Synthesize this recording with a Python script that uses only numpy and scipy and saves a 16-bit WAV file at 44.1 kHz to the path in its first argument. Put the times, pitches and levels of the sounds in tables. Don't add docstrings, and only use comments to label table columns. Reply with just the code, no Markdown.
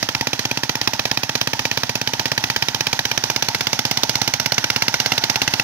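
import sys
import numpy as np
from scipy import signal
from scipy.fft import rfft, irfft, next_fast_len
from scipy.io import wavfile
from scipy.ndimage import map_coordinates

SR = 44100
rng = np.random.default_rng(int(sys.argv[2]) if len(sys.argv) > 2 else 0)


def master_out(mix):
    frames = np.transpose(np.atleast_2d(mix))
    ceiling = np.clip(frames, -1, 1)
    pcm = np.round(ceiling * 32767).astype(np.int16)
    wavfile.write(sys.argv[1], SR, pcm)


def rack_gain(trim_db):
    fader = np.asarray(trim_db, float)
    return 10 ** (fader / 20)


N = 248283


def along(points, hz):
    f, v = np.transpose(points)
    return np.interp(np.log(hz + 1), np.log(f + 1), v)


def following(points, t):
    return np.interp(t, *np.transpose(points))


def clock():
    return np.arange(N) / SR


def unit(x):
    return x / np.sqrt(np.mean(x ** 2))


def filtered(x, response):
    m = next_fast_len(N + SR // 4)
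    return irfft(rfft(x, m) * response(np.fft.rfftfreq(m, 1 / SR)), m)[..., :N]


def colour(points):
    return lambda hz: rack_gain(along(points, hz))


def modes(table):
    def response(f):
        return sum(sign * rack_gain(db) * 1j * f * width / (centre * centre - f * f + 1j * f * width)
                   for centre, width, db, sign in table)
    return response


def wobble(rate):
    knots = rng.standard_normal(int(N * rate / SR) + 4)
    return map_coordinates(knots, [np.arange(N) * rate / SR])


def gas(response):
    return unit(filtered(rng.standard_normal((2, N)), response))


# (time [s], rate [firings/s])
FIRING_RATE = [(0, 16.387), (.56, 16.585), (1.08, 16.72), (2.07, 16.59), (2.49, 16.273), (2.84, 16.348),
               (3.3, 16.104), (3.88, 16.545), (4.38, 16.364), (5.01, 16.851), (5.63, 16.674)]


def firings():
    first_s = .0279
    t = np.arange(N + SR // 10) / SR
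    cycles = np.cumsum(following(FIRING_RATE, t)) / SR
    cycles = cycles - np.interp(first_s, t, cycles)
    whole = np.arange(int(cycles[N]) + 1)
    return np.interp(whole, cycles, t)


def crank():
    s = firings() - .0008
    s = np.concatenate([[2 * s[0] - s[1]], s, [2 * s[-1] - s[-2]]])
    t = clock()
    last = np.searchsorted(s, t, "right") - 1
    since = t - s[last]
    return np.clip(last - 1, 0, None), since, since / np.diff(s)[last]


# (time [s], nearness [dB])
NEARNESS = [(0, -3.5), (.66, -3.5), (2.0, -3), (2.8, -1.5), (3.2, -1), (3.7, -0.2), (4.1, -0.8), (4.6, 0.5),
            (5.15, 2.5), (5.63, 0.3)]
# (time [s], brightness [dB])
MOUTH_SWING = [(0, -0.7), (1.5, 0.7), (2.2, -0.7), (3, -0.15), (3.6, 0), (4.2, 3.2), (4.6, -1.2),
               (5.2, -1.2), (5.63, -4.3)]


def level(part, t):
    db, per_near, per_mouth = part
    return db + per_near * following(NEARNESS, t) + per_mouth * following(MOUTH_SWING, t)


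def puff(t, rise, hold, fall_db):
    onset = 1 - np.exp(-(np.clip(t, 0, None) / rise) ** 2)
    return onset * rack_gain(-fall_db * np.clip(t - hold, 0, None))


def bursts(shape, db, spectrum, last):
    noise = gas(colour(spectrum))
    energy = np.bincount(last, shape ** 2 * noise[0] ** 2) / np.bincount(last, shape ** 2)
    return (rack_gain(db) / np.sqrt(energy))[last] * shape * noise


def strikes(s, db):
    return np.bincount(np.round(s * SR).astype(int), rack_gain(db), N + SR)[:N]


# (frequency [Hz], width [Hz], level [dB], sign)
PIPE_MODES = [(113, 38, 38.7, 1), (146, 54, 32, -1), (475, 180, 14, -1), (732, 240, 11.4, 1),
              (875, 140, 18, -1)]


def pipe(s, push_db):
    return filtered(strikes(s + 0.00036, push_db), modes(PIPE_MODES))


# (frequency [Hz], width [Hz], level [dB], sign)
CHAMBER_MODES = [(249, 13, 13, -1), (271, 58, 32, -1), (276, 33, 30, 1)]
# (time [s], level [dB])
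CHAMBER_FACING = [(0, 1), (2.4, -2), (2.8, -5), (3.7, -2), (4.1, -2.5), (5.63, -1.5)]


def chamber(s, push_db):
    return filtered(strikes(s + 0.00037, push_db + following(CHAMBER_FACING, s)), modes(CHAMBER_MODES))


# (time after firing [s], level [dB])
RETURNING_WAVE = [
    (.015, -0.5),
    (.031, -14),
]
# (frequency [Hz], width [Hz], level [dB], sign)
SHELL_RING_MODES = [(910, 85, 28, 1), (918, 82, 27.6, -1)]


def returning_wave(s):
    back = 0
    for late, db in RETURNING_WAVE:
        jitter_s = 0.000043 * rng.standard_normal(len(s))
        scatter_db = 5.7 * rng.standard_normal(len(s))
        back = back + strikes(s + late + jitter_s, db + 1.0 + scatter_db)
    return filtered(back, modes(SHELL_RING_MODES))


def thump():
    s = firings()
    s = s + .00025 * rng.standard_normal(len(s))
    push_db = 1.5 + .7 * rng.standard_normal(len(s))
    ringing = pipe(s, push_db) + chamber(s, push_db) + returning_wave(s)
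    return ringing * [[1], [.3]]


# (time [s], frequency of a reinforced crest [Hz])
WATER_CREST = [(0, 1900), (1.5, 1780), (3, 1746), (3.6, 1417), (4.3, 1493), (5.63, 1360)]


def off_water(x, delay, share):
    turn = 2 * np.pi * delay * following(WATER_CREST, clock())
    analytic = signal.hilbert(x, next_fast_len(N))[:, :N]
    echo = np.roll(analytic, round(delay * SR), axis=1)
    return x + share * (echo * np.exp(1j * turn)).real


# (frequency [Hz], level [dB per Hz])
HIGH_BLAST = [(2400, -13), (3300, 0), (5000, 0.5), (9000, -0.5), (15700, -1.5), (16200, -45), (16800, -39)]
# (frequency [Hz], level [dB per Hz])
MIDDLE_BLAST = [(900, -148), (1300, -2), (2200, -0.5), (2800, 1), (3600, -15.5)]


def exhaust():
    last, since, _ = crank()
    s = firings()
    high_db = level((-9, 0.21, 0.58), s) + .6 * rng.standard_normal(len(s))
    mid_db = level((-16, 0.2, -0.97), s) + 1.5 * rng.standard_normal(len(s))
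    hold = 0.0018 + .00025 * following(NEARNESS, clock())
    high = bursts(puff(since, rise=0.00074, hold=hold, fall_db=3600), high_db, HIGH_BLAST, last)
    mid = bursts(puff(since, rise=0.00022, hold=0.0014, fall_db=3300), mid_db, MIDDLE_BLAST, last)
    front_s, front_scattered, tail_scattered = .0018, .5, 1.1
    front = np.exp(-(since / front_s) ** 2)
    scattered = tail_scattered + (front_scattered - tail_scattered) * front
    blast = (high + mid) * [np.ones(N), scattered]
    return off_water(blast, delay=.00143, share=.6) + thump()


# (frequency [Hz], level [dB per Hz])
GUST_COLOUR = [(30, 7), (70, 14), (150, 4), (300, -3), (420, -6.5), (550, -3.5), (800, -6), (1600, -14.5)]


def gust():
    last, since, _ = crank()
    s = firings()
    low_db = level((-21, 0.1, 0.09), s) + 3 * rng.standard_normal(len(s))
    shape = puff(since, rise=0.0013, hold=0.0053, fall_db=2500)
    left, right = bursts(shape, low_db, GUST_COLOUR, last)
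    right_db, shared = 6, 0.28
    return np.array([left, rack_gain(right_db) * (right + shared * left)])


# (frequency [Hz], level [dB per Hz])
RATTLE_COLOUR = [(30, -15), (60, 14.5), (130, 8.5), (250, 5.5), (420, -10), (800, 0.5), (1200, -6.5),
                 (2200, -8.5), (3200, -5), (5500, -4.5), (9000, -1), (15600, -9), (15900, -50)]
# (frequency [Hz], level [dB per Hz])
HISS_COLOUR = [(3500, -5), (4800, -5), (5800, 9), (7000, -4), (9000, -19)]


def rattle():
    _, since, _ = crank()
    t = clock()
    fading = 1 + 1.84 * rack_gain(-250 * since) + 0.28 * rack_gain(-1500 * since)
    unsteady_db = 1.2 * wobble(150) + 1.3 * wobble(45)
    loose = rack_gain(level((-31, 0.44, 0.057), t) + unsteady_db) * gas(colour(RATTLE_COLOUR))
    hiss = rack_gain(level((-44, 2.15, 1.4), t) + 0.67 * wobble(60)) * gas(colour(HISS_COLOUR))
    return fading * (loose + hiss)


def knocks(table, share, scatter_db):
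    cycle = np.cumsum(np.diff(share, prepend=1) < 0)
    size = rack_gain(scatter_db * rng.standard_normal((len(firings()) + 2, len(table))))
    swell = 1
    for k, (at, width, db) in enumerate(table):
        swell = swell + rack_gain(db) * size[cycle, k] * np.exp(-((share - at) / width) ** 2)
    return swell


# (frequency [Hz], width [Hz], level [dB], sign)
SHELL_MODES = [(790, 100, -7, 1), (905, 24, 1, -1)]
# (place [share of cycle], width [share of cycle], level [dB])
SHELL_SWELLS = [(.3, 0.1, 6), (.55, 0.079, 3), (.82, 0.027, 2)]


def shell():
    swell = knocks(SHELL_SWELLS, crank()[2], scatter_db=2.5)
    return rack_gain(level((-47, 1.8, .1), clock())) * swell * gas(modes(SHELL_MODES))


# (frequency [Hz], width [Hz], level [dB], signed factor)
HEAD_MODES = [(1447, 110, 14, 1), (1916, 175, 10, -1.2), (2920, 45, -42, -0.66)]
# (place [share of cycle], width [share of cycle], level [dB])
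VALVE_SWELLS = [(.27, .05, -3), (.84, .055, 3)]


def valves():
    swell = knocks(VALVE_SWELLS, crank()[2], scatter_db=2)
    return rack_gain(level((-43, 0.78, -.3), clock())) * swell * gas(modes(HEAD_MODES))


def casing():
    return filtered(rattle() + shell() + valves(), lambda hz: hz < 15850)


# (time [s], peak level [dB])
WHEEL_CLANKS = [
    (4.5413, -19),
]
# (frequency [Hz], level [dB per Hz])
CLANK_COLOUR = [(1500, -25), (3500, -13), (5500, 9), (9000, -1), (15600, -14), (15900, -50)]


def wheels():
    t = clock()
    shape = sum(rack_gain(db + 1) * puff(t - s, rise=.0012, hold=.004, fall_db=2500) for s, db in WHEEL_CLANKS)
    return shape * gas(colour(CLANK_COLOUR))


# (frequency [Hz], likeness [0-1])
LIKENESS = [(30, 1), (80, 1), (400, 1), (950, 0.87), (1500, 1), (2800, 0.44), (5000, 0.43), (9000, 0.046)]
# (frequency [Hz], phase [radians])
LEFT_LAG = [(60, .45), (250, .5), (860, .85), (2000, 1.3), (3000, 2.1), (5500, 2.9), (12000, 3.4)]


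def scene():
    def shares(hz):
        turn = np.arccos(np.clip(along(LIKENESS, hz), -1, 1)) / 2
        return np.array([np.cos(turn), np.sin(turn)])

    def lag(hz):
        return np.exp(np.outer([-.5j, .5j], along(LEFT_LAG, hz)))

    direct, scattered = filtered(exhaust() + casing() + wheels(), shares)
    return filtered(np.array([direct + scattered, direct - scattered]) + gust(), lag)


def low_pass(x):
    return signal.sosfilt(signal.butter(12, 16810, fs=SR, output="sos"), x)


# (frequency [Hz], gain [dB])
LEFT_MIC = [(40, 10), (70, 4), (200, -3.5), (390, 3), (550, -1), (900, 1.5), (1100, -3), (2400, 4.5),
            (4000, -3.5), (6000, -12), (7500, -14.5), (11000, -21), (16000, -23)]
# (frequency [Hz], gain [dB])
RIGHT_MIC = [(35, 8.5), (70, -2.5), (300, 0.5), (2000, 3), (4000, 5.5), (5700, 7.5), (6500, 2.5),
             (7400, -14.5), (9000, -19), (10800, -13.5), (12300, -7.5), (16000, -9.5)]


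def record(dry):
    def mics(hz):
        bass_cut = (1j * hz / (232 + 1j * hz)) ** 2
        return rack_gain([along(LEFT_MIC, hz), along(RIGHT_MIC, hz)]) * bass_cut * (hz < 16800)

    x = filtered(dry, mics)
    x = x / (1 + np.abs(x / 1.15) ** 4) ** (1 / 4)
    x = np.clip(x, -1, 1)
    x = filtered(x, colour([(15800, 0), (16000, -6), (16780, -12), (16820, -80)]))
    return low_pass(x)


dry = scene()
out = record(dry)
master_out(out)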